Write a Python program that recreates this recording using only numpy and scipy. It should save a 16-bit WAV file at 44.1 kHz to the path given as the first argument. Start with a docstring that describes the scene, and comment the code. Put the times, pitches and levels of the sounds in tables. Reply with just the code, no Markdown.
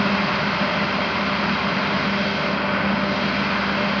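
"""Across a gravel lot, a tracked stump grinder runs at full throttle.
Its cooling fan drones, flickering unevenly inside a broad roar of churning air.
The four-cylinder diesel clatters and hums, the gears whine, and the cutter wheel rasps at the wood.
The operator walks past the listener, first reflecting a brief hiss, then blocking some of the treble."""
import sys
import numpy as np
from scipy import signal
from scipy.fft import rfft, irfft
from scipy.io import wavfile
from scipy.ndimage import uniform_filter1d

SR = 44100
rng = np.random.default_rng(int(sys.argv[2]) if len(sys.argv) > 2 else 0)


def to_wav(s):
    """Save 16-bit WAV."""
    ch = np.atleast_2d(s).T  # columns
    pcm = np.round(np.clip(ch, -1, 1) * 32767)  # PCM
    wavfile.write(sys.argv[1], SR, pcm.astype(np.int16))


N = 176400
T = np.arange(N) / SR


def fan(blade_count):
    """Each passing blade pushes the air, making a drone and two higher tones above it."""
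    # the drone's level, which flickers unevenly (time [s], relative level [dB])
    drone = [(0.0, -20), (0.07, -30.5), (0.15, -20.5), (0.17, -43), (0.2, -23), (0.27, -34), (0.28, -47),
             (0.32, -31), (0.38, -26), (0.39, -55), (0.47, -23), (0.57, -38), (0.58, -48), (0.61, -20.5),
             (0.63, -26.5), (0.73, -47), (0.81, -25.5), (0.86, -31.5), (0.96, -30.5), (0.99, -38),
             (1.03, -24.5), (1.09, -53), (1.11, -46), (1.17, -41), (1.19, -31), (1.36, -27), (1.38, -44),
             (1.41, -23), (1.47, -28.5), (1.53, -24.5), (1.6, -45), (1.65, -23), (1.68, -29), (1.71, -50.5),
             (1.74, -47), (1.77, -24), (1.79, -28), (1.81, -51), (1.83, -25), (1.87, -28.5), (1.89, -34),
             (1.97, -26), (2.0, -47), (2.05, -36), (2.08, -25), (2.138, -28), (2.154, -24.5),
             (2.358, -27.5), (2.384, -42), (2.4, -34), (2.432, -43), (2.566, -29.5), (2.592, -39),
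             (2.604, -30.5), (2.764, -27.5), (2.79, -34), (2.908, -23), (3.004, -28), (3.036, -25),
             (3.138, -28), (3.154, -46), (3.17, -32), (3.196, -25), (3.218, -38), (3.25, -25),
             (3.32, -32.5), (3.394, -25), (3.454, -30), (3.978, -28), (4.0, -41)]
    # the tone at twice the drone's pitch (time [s], level [dB])
    second = [(0, -37.5), (.3, -43.5), (.87, -39.5), (1.25, -40.5), (1.8, -38.5), (2.6, -38.5),
              (2.8, -49.5), (3.02, -53), (3.1, -38.5), (3.28, -45.5), (3.85, -40.5), (4, -51)]
    # the tone at three times the drone's pitch (time [s], level [dB])
    third = [(0, -36), (.18, -33), (.56, -41.5), (.62, -34), (.85, -36), (.92, -39.5), (1.35, -40),
             (1.9, -46.5), (2.12, -52), (2.19, -34.5), (2.3, -35.5), (2.42, -38), (2.59, -34.5),
             (2.72, -35.5), (2.95, -37), (3.1, -28), (3.38, -46), (3.48, -37), (3.68, -49), (3.8, -35.5),
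             (4, -37)]
    # the tones that chopped swirls of air make fuzzy (multiple of the blade rate)
    fuzzy_multiples = [1, 3]
    # the band of noise around each of those tones (half width [Hz], level [dB])
    fuzz_bands = [(30, -42), (35, -41.5)]
    out = amp(curve(drone) + 0.5) * tone(blade_count, waver=0.064, rate_hz=9.2)
    for multiple, levels in enumerate((second, third), 2):
        out += amp(curve(levels)) * tone(multiple * blade_count, waver=0.17, rate_hz=12.0)
    for multiple, (width, db) in zip(fuzzy_multiples, fuzz_bands):
        fuzz = np.exp(2j * np.pi * multiple * blade_count) * drift(width)
        out += amp(db) * unit(fuzz.real)
    return out


def air_roar():
    """The fan and cutter wheel churn the air into a roar that shifts slightly all the time."""
    # how strong the roar is from low to high (frequency [Hz], relative level [dB])
    spectrum = [(25, -44.5), (45, -42.5), (80, -17.5), (115, -10.5), (138, -9), (170, -.5), (198, -5),
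                (228, -3), (280, -7), (320, -9.5), (400, -11.5), (440, -14), (510, -10), (590, -4),
                (680, -11), (800, -10.5), (1020, -7), (1500, -9.5), (1700, -14), (1880, -13), (2120, -7.5),
                (2300, -13.5), (2650, -12.5), (2950, -18.5), (3210, -12), (3460, -21.5), (3650, -20),
                (4100, -18.5), (5030, -22), (5180, -25.5), (5600, -31), (6300, -41.5), (6950, -51)]

    def gusts(hz, t):
        """Random patches of pitch and time get a little louder or softer, in dB."""
        patches = rng.standard_normal((len(hz), len(t)))
        patches = uniform_filter1d(patches, size=12, axis=0)
        patches = uniform_filter1d(patches, size=14, axis=1)
        return 0.55 * unit(patches)

    roar_db, swell_db = -23.5, 0.15
    air = moving_filter(rng.standard_normal(N), gusts)
    air *= amp(swell_db * unit(drift(rate_hz=7.0).real))
    return amp(roar_db) * unit(colour(air, spectrum))


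def diesel_clatter(firing_count):
    """Each cylinder fires in turn and knocks the engine block, which rings differently for each."""
    # the knock of each cylinder, in firing order (relative level [dB])
    cylinders = [1.4, -1.2, -1.2, -1.6]
    # how strong the knocks are from low to high (frequency [Hz], relative level [dB])
    spectrum = [(100, -43), (280, -5.5), (450, -10), (750, -3), (1050, -1), (1500, -0.5), (1750, -1),
                (2150, -3.5), (2650, -2.5), (3500, -22.5), (4200, -12.5), (5000, -12.5), (6000, -37.5),
                (7000, -44)]
    clatter_db, scatter_db, jitter_s = -30.5, 2.3, 0.00003
    ring_s = 0.16  # time to fade by 60 dB
    starts = np.flatnonzero(np.diff(np.floor(firing_count)))  # one knock at each whole count
    lateness, strength = rng.standard_normal((len(starts), 2)).T
    starts = np.clip(starts + np.round(lateness * jitter_s * SR).astype(int), 0, N - 1)
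    fade = np.exp(-np.log(1000) * T[:SR // 5] / ring_s)
    out = np.zeros(N)
    for cylinder, db in enumerate(cylinders):
        its_turns = slice(cylinder, None, len(cylinders))
        knocks = np.zeros(N)
        knocks[starts[its_turns]] = amp(db + scatter_db * strength[its_turns])
        ring = rng.standard_normal(len(fade)) * fade
        out += signal.oaconvolve(knocks, ring)[:N]
    return amp(clatter_db) * unit(colour(out, spectrum))


def rasps_and_hiss():
    """Short swells of noise: the cutter's rasps, and a bright hiss reflected off the nearing operator."""
    # the swells; the one at 2.27 s is the hiss
    # (time [s], half length [s], centre [Hz], width [Hz], level [dB])
    swells = [(.22, 0.17, 2320, 900, -39), (1.95, 0.079, 1010, 306, -33.5),
              (2.27, 0.096, 4380, 1400, -39.5), (3.382, 0.11, 2160, 1100, -35),
              (3.637, 0.14, 1480, 298, -30.3)]
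    hz = np.fft.rfftfreq(N, 1 / SR)
    out = np.zeros(N)
    for time, half_length, centre, width, db in swells:
        band = bell(hz, centre, width) ** 2
        noise = irfft(rfft(rng.standard_normal(N)) * band, N)
        out += amp(db) * unit(noise) * bell(T, time, half_length)
    return out


def hum_and_whine(firing_count):
    """The exhaust and shafts hum low and evenly; the gears and pump whine higher and waver more."""
    # the pitches of the hum (multiple of the firing rate)
    hum_multiples = [.838, 1, 1.25, 1.33, 2, 2.5, 3, 4]
    # the strength of each hum tone (level [dB])
    hum_levels = [-63, -45, -58.5, -53.5, -43.5, -42, -42.5, -48.5]
    # the pitches of the whine (multiple of the firing rate)
    whine_multiples = [12, 18, 20.75, 22]
    whine_levels = [-41, -44.5, -41.5, -48.5]  # (level [dB])
    out = np.zeros(N)
    for multiple, db in zip(hum_multiples, hum_levels):
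        out += amp(db) * tone(multiple * firing_count, waver=0.12, rate_hz=2)
    for multiple, db in zip(whine_multiples, whine_levels):
        out += amp(db) * tone(multiple * firing_count, waver=0.4, rate_hz=3.1)
    return out


def housing(sound):
    """The machine's steel panels ring, which makes narrow bands of the sound louder."""
    # where the panels ring (frequency [Hz], width [Hz], boost [dB])
    panels = [(280, 6.3, 1.5), (723, 15, 2), (972, 19, 1.5), (1050, 22, 2), (1260, 17, 1), (1386, 18, 3.5),
              (1498, 37, 2), (1740, 20, 1), (2123, 28, 0), (2410, 27, 3.3), (2640, 30, 0), (3216, 25, 2.5),
              (4080, 20, 3.5), (5100, 50, 0)]
    hz = np.fft.rfftfreq(N, 1 / SR)
    boost_db = sum(db * bell(hz, centre, width) for centre, width, db in panels)
    return irfft(rfft(sound) * amp(boost_db), N)


def operator_shadow(hz, t):
    """The passing operator's body blocks mostly high sounds; gives the change in dB."""
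    # the body's full sound shadow (frequency [Hz], level change [dB])
    shadow = [(300, 0.5), (1200, 0.2), (2200, -1), (3200, -3), (4000, -5.5), (5000, -3), (6500, -8)]
    # how much of the machine the body hides (time [s], share [0-1])
    hidden = [(2.38, 0.01), (2.54, 0.2), (2.59, 0.85), (2.86, 1), (3.05, .6), (3.12, 0)]
    # a band cancels as each edge of the body crosses the sound's path
    # (time [s], half length [s], centre [Hz], width [octaves], level change [dB])
    edge_dips = [(2.3, 0.13, 1065, 0.55, -3.5), (2.52, 0.1, 1900, 1, -3), (3.142, 0.13, 1900, 0.75, -3),
                 (3.254, 0.28, 880, 0.64, -2.5)]
    change_db = level_at(shadow, hz) * np.interp(t, *np.transpose(hidden))
    for time, half_length, centre, width, db in edge_dips:
        octaves_away = np.log2((hz + 1) / centre)
        change_db += db * bell(t, time, half_length) * bell(octaves_away, 0, width)
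    return change_db


def amp(db):
    """Turns decibels into a number to multiply by."""
    return 10 ** (np.asarray(db) / 20)


def unit(x):
    """Scales a signal to an average power of 1."""
    return x / np.sqrt(np.mean(abs(x) ** 2) + 1e-20)


def bell(x, centre, width):
    """A smooth bump, 1 high at its centre."""
    return np.exp(-((x - centre) / width) ** 2)


def curve(rows):
    """Joins (time, value) points with straight lines."""
    return np.interp(T, *np.transpose(rows))


def level_at(spectrum, hz):
    """Looks up the level in dB between (frequency, level) points."""
    frequencies, db = np.transpose(spectrum)
    return np.interp(np.log(hz + 1), np.log(frequencies), db)


def colour(sound, spectrum):
    """Turns each frequency up or down as the spectrum says."""
    gain = amp(level_at(spectrum, np.fft.rfftfreq(N, 1 / SR)))
    return irfft(rfft(sound) * gain, N)


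def drift(rate_hz):
    """A smooth random wander, in complex numbers so it can bend both strength and phase."""
    noise = rng.standard_normal(N) + 1j * rng.standard_normal(N)
    smoothing = 1 + (np.fft.fftfreq(N, 1 / SR) / rate_hz) ** 2
    return unit(np.fft.ifft(np.fft.fft(noise) / smoothing))


def moving_filter(sound, change_db):
    """Turns frequencies up or down over time, following change_db(hz, t)."""
    hz, t, frames = signal.stft(sound, SR, nperseg=1024, noverlap=768)
    frames = frames * amp(change_db(hz[:, None], t))
    return signal.istft(frames, SR, nperseg=1024, noverlap=768)[1][:N]


def tone(cycles, waver, rate_hz):
    """A single tone that wavers in the moving air."""
    steady = np.exp(2j * np.pi * (cycles + rng.random()))
    return unit((steady * (1 + waver * drift(rate_hz))).real)


def scene():
    """One shaft speed drives fan and engine, and the operator walks in front of the whole machine."""
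    # fan blades passing per second, sagging a little under load (time [s], rate [Hz])
    blade_rate = [(0, 199.4), (.3, 199.9), (.6, 199.9), (1.2, 200.1), (1.9, 199.6), (2.1, 198.7),
                  (2.3, 198.8), (2.8, 198.3), (3.6, 198.4), (3.95, 200.1)]
    # how the load changes the clatter and roar (time [s], level change [dB])
    load = [(0, 0.35), (.9, -0.5), (1.5, -0.7), (2.1, 0), (2.9, 0.13), (3.35, 0), (3.7, -0.6), (4, -1)]
    blades_per_firing = 2.716
    blade_count = np.cumsum(curve(blade_rate)) / SR
    firing_count = blade_count / blades_per_firing
    clatter_and_roar = amp(curve(load)) * (diesel_clatter(firing_count) + air_roar())
    tones = fan(blade_count) + hum_and_whine(firing_count)
    machine = tones + housing(clatter_and_roar + rasps_and_hiss())
    return moving_filter(machine, operator_shadow)[None]


def record(dry):
    """Cuts away the highest treble."""
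    cutoff_hz = 7020
    low_pass = signal.firwin(601, cutoff_hz, window=("kaiser", 8), fs=SR)
    return signal.oaconvolve(dry, low_pass[None], "same")


dry = scene()
out = record(dry)
to_wav(out)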